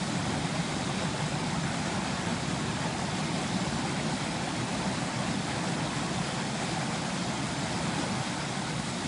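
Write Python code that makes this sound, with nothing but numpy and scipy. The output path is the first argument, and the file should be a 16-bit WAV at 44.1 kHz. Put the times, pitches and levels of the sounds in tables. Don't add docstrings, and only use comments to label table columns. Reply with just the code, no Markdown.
import sys
import numpy as np
from scipy import signal
from scipy.fft import rfft, irfft, next_fast_len
from scipy.io import wavfile
from scipy.ndimage import uniform_filter1d, map_coordinates

SR = 44100
rng = np.random.default_rng(int(sys.argv[2]) if len(sys.argv) > 2 else 0)


def unload_audio(sound):
    columns = np.transpose(np.atleast_2d(sound))
    steps = np.round(np.clip(columns, -1, 1) * 32767)
    wavfile.write(sys.argv[1], SR, steps.astype(np.int16))


def elevation(decibels):
    levels = np.asarray(decibels, float)
    return 10 ** (levels / 20)


N = 399987


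def unit(x):
    return x / np.sqrt(np.mean(x ** 2) + 1e-20)


def curve(rows):
    s, value = np.transpose(rows)
    return np.interp(np.arange(N) / SR, s, value)


def wobble(rate):
    knots = rng.standard_normal(int(N * rate / SR) + 4)
    return map_coordinates(knots, [np.arange(N) * rate / SR])


def coloured(x, spectrum):
    m = next_fast_len(N + 8192)
    hz, db = np.transpose(spectrum)
    log_hz = np.log(np.fft.rfftfreq(m, 1 / SR) + 1)
    gain = elevation(np.interp(log_hz, np.log(hz + 1), db))
    return unit(irfft(rfft(x, m) * gain, m)[:N])


def patchy(patch_db, drift_db):
    z = signal.stft(rng.standard_normal(N + 512), nperseg=512)[2]

    def blur(rows, cols):
        field = uniform_filter1d(rng.standard_normal(z.shape), rows, 0)
        return unit(uniform_filter1d(field, cols, 1))

    field_db = patch_db * blur(rows=8, cols=12) + drift_db * blur(rows=3, cols=250)
    return unit(signal.istft(z * elevation(field_db), nperseg=512)[1][:N])


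def bubbles(count, low_hz, high_hz, cycles, spread_db, size):
    draw = rng.random((count, 3))
    hz = low_hz + (high_hz - low_hz) * draw[:, 1:2]
    turns = hz * np.arange(size) / SR
    tone = np.sin(2 * np.pi * turns * (1 + 0.031 * turns / cycles))
    envelope = np.exp(-turns / cycles) * (1 - np.exp(-turns / 0.55))
    strength = elevation(-spread_db * np.log(1 - .98 * draw[:, 2:])) * np.sqrt(hz)
    where = (draw[:, :1] * N).astype(int) + np.arange(size)
    return unit(np.bincount(where.ravel(), (tone * envelope * strength).ravel(), N + size)[:N])


def blend(noise, grains, share):
    share = np.clip(share, 0, 1)
    return np.sqrt(1 - share) * noise + np.sqrt(share) * grains


# frequency in Hz, level in dB per Hz.
ROAR_SPECTRUM = [(25, -33), (45, -24), (65, -11.5), (90, -11), (120, -4.5), (150, 0.5), (180, -0.5),
                 (230, -5.5), (300, -7.0), (370, -11.5), (417, -16), (443, -27), (473, -120.0)]


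def roar(level_db):
    return elevation(level_db) * coloured(patchy(patch_db=0.34, drift_db=0.5), ROAR_SPECTRUM)


# frequency in Hz, level in dB per Hz.
GURGLE_SPECTRUM = [(387, -120.0), (417, -14), (443, -8), (490, -2), (560, -2.5), (660, -2), (745, 1.5),
                   (810, -1.5), (880, -0.5), (1000, -4.5), (1164, -6), (1236, -11.5), (1320, -120.0)]


def gurgle(level_db):
    bed = patchy(patch_db=.2, drift_db=.6)
    rings = bubbles(count=4000, low_hz=400, high_hz=1300, cycles=6, spread_db=1.2, size=900)
    return elevation(level_db) * coloured(blend(bed, rings, share=.04), GURGLE_SPECTRUM)


# frequency in Hz, level in dB per Hz.
CHURN_SPECTRUM = [(1080, -120.0), (1164, -5), (1236, 0), (1350, 1), (1500, 1), (1700, -0.5), (1950, -1),
                  (2200, -1), (2350, -2.5), (2550, -2.5), (2813, -5), (2987, -10), (3190, -120.0)]


def churn(level_db):
    bed = patchy(patch_db=.5, drift_db=.6)
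    rings = bubbles(count=9000, low_hz=1100, high_hz=3100, cycles=6, spread_db=2, size=400)
    return elevation(level_db) * coloured(blend(bed, rings, share=.07), CHURN_SPECTRUM)


# frequency in Hz, level in dB per Hz.
SPRAY_SPECTRUM = [(2610, -120.0), (2813, -21), (2987, -2.5), (3300, -1), (3850, -1), (4300, -3.5),
                  (5150, -3), (5800, -7), (6300, -6), (7000, -6.5), (7800, -6), (8300, -8.5), (9200, -10),
                  (10200, -13.5)]


def spray(level_db, bright_db):
    bed = patchy(patch_db=0.67, drift_db=.6)
    drops = bubbles(count=25000, low_hz=2674, high_hz=10960, cycles=3.05, spread_db=2, size=110)
    hiss = coloured(blend(bed, drops, share=.15), SPRAY_SPECTRUM)
    sharper = unit(-np.gradient(np.gradient(hiss)))
    hiss = hiss + np.clip(bright_db, -2, 2) / 12 * (sharper - hiss)
    return elevation(level_db) * hiss


# centre in seconds, level in dB, brightness in dB an octave.
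SPLASHES_OF_SPRAY = [(.05, 1, 1), (.8, .6, -0.5), (1.02, 0.3, -1), (2.1, -1, .1), (3.6, 0.5, -1.5),
                     (4.6, -0.7, -0.5), (5.2, -0.5, .6), (6.6, .7, -0.5), (7.6, 1, 0), (8.2, 0.8, -1),
                     (8.9, 0.2, 1.5)]


def flares():
    t = np.arange(N) / SR
    s, level_db, bright_db = np.transpose(SPLASHES_OF_SPRAY)
    half_length_s = 0.1
    coarse = t[::64]
    bells = np.exp(-.5 * ((coarse[:, None] - s) / half_length_s) ** 2)
    turn = t - t.mean()
    spray_db = -40.5 + 0.04 * turn + np.interp(t, coarse, bells @ level_db)
    return spray_db, 0.1 + 0.1 * turn + np.interp(t, coarse, bells @ bright_db)


# time in seconds, plunge strength in dB.
PLUNGE_STRENGTH = [(0.0, -35.5), (0.25, -35), (0.3, -32.5), (0.66, -34.5), (4.07, -33.5), (4.14, -32.5),
                   (4.19, -41), (4.22, -35), (5.0, -34.5), (5.13, -37.5), (5.3, -34.5), (7.15, -35.5),
                   (8.21, -34), (8.26, -38.5), (8.36, -36.5), (9.07, -35)]
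# time in seconds, froth in dB.
SURFACE_FROTH = [(0.0, -38), (0.17, -36.5), (0.91, -37.5), (1.01, -36), (1.11, -38.5), (1.21, -35.5),
                 (1.24, -37.5), (2.3, -36), (2.4, -38), (2.88, -36.5), (3.28, -37.5), (5.3, -36.5),
                 (5.43, -38.5), (5.51, -36.5), (7.4, -37), (7.55, -37.5), (8.03, -36), (9.07, -38.5)]


def flood():
    roar_db = curve(PLUNGE_STRENGTH) + 1
    push_db = roar_db - roar_db.mean()
    froth_db = curve(SURFACE_FROTH)
    froth_db = froth_db - froth_db.mean()
    surge = 0.34 * wobble(10) + 0.61 * wobble(22)
    gurgle_db = -38.5 + 1.3 * froth_db + 0.17 * push_db
    churn_db = -41 + 0.75 * froth_db + .05 * push_db
    spray_db, bright_db = flares()
    spray_db = spray_db + .3 * froth_db
    return (roar(roar_db + .1 * surge) + gurgle(gurgle_db + 0.27 * surge)
            + churn(churn_db + .5 * surge) + spray(spray_db + 0.66 * surge, bright_db))


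# delay in seconds, level in dB.
BOULDER_ECHOES = [
    (.0047, -25),
    (.009, -31.5),
]


def scene():
    water = flood()
    heard = water.copy()
    for delay_s, db in BOULDER_ECHOES:
        heard += elevation(db) * np.roll(water, round(delay_s * SR))
    return np.array([heard, heard])


# from Hz, to Hz, share of time present, level in dB.
TOP_BANDS = [(10560, 10680, .5, -4), (10680, 10820, .03, -9), (10820, 10920, .2, -8),
             (10920, 11150, 0, -13)]


def speckled(x, speckle_db):
    hz, t, z = signal.stft(x, SR, window="cosine", nperseg=2048)
    same_power = elevation(speckle_db ** 2 * np.log(10) / 40)
    z = z * elevation(speckle_db * rng.standard_normal(z.shape)) / same_power

    def flicker(share):
        return np.repeat(rng.random(len(t)), 2)[:len(t)] < share

    busy = flicker(.07)
    for from_hz, to_hz, share, db in TOP_BANDS:
        z[(hz > from_hz) & (hz <= to_hz)] *= elevation(db) * (busy | flicker(share))
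    z[hz > TOP_BANDS[-1][1]] = 0
    return signal.istft(z, SR, window="cosine", nperseg=2048)[1][:N]


# time in seconds, centre frequency in Hz.
WIDE_MOMENTS = [(0.876, 7560), (1.643, 6270), (2.084, 4650), (2.084, 8970), (2.525, 8940), (3.245, 5120),
                (3.779, 6920), (4.313, 4680), (4.313, 8270), (5.287, 7550), (6.263, 5160), (7.587, 6260),
                (8.121, 5410), (8.121, 7540), (8.214, 10660), (8.283, 9650)]


def ear_difference(mono):
    side, size = np.zeros(N), 2048
    fade, hz = signal.windows.hann(size), np.fft.rfftfreq(size, 1 / SR)
    for s, centre_hz in WIDE_MOMENTS:
        middle = round(s * SR)
        frame = slice(middle - size // 2, middle + size // 2)
        width_hz = min(1350, .21 * centre_hz)
        band = abs(hz - centre_hz) < width_hz / 2
        other = rfft(mono[::-1][frame]) * band
        side[frame] += elevation(-1.5) * fade * irfft(other)
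    return side


def low_pass(x):
    return signal.sosfilt(signal.butter(12, 11540, fs=SR, output="sos"), x)


def record(dry):
    mono = speckled(dry[0], speckle_db=2.16)
    side = ear_difference(mono)
    return low_pass(mono + np.array([side, -side]))


dry = scene()
out = record(dry)
unload_audio(out)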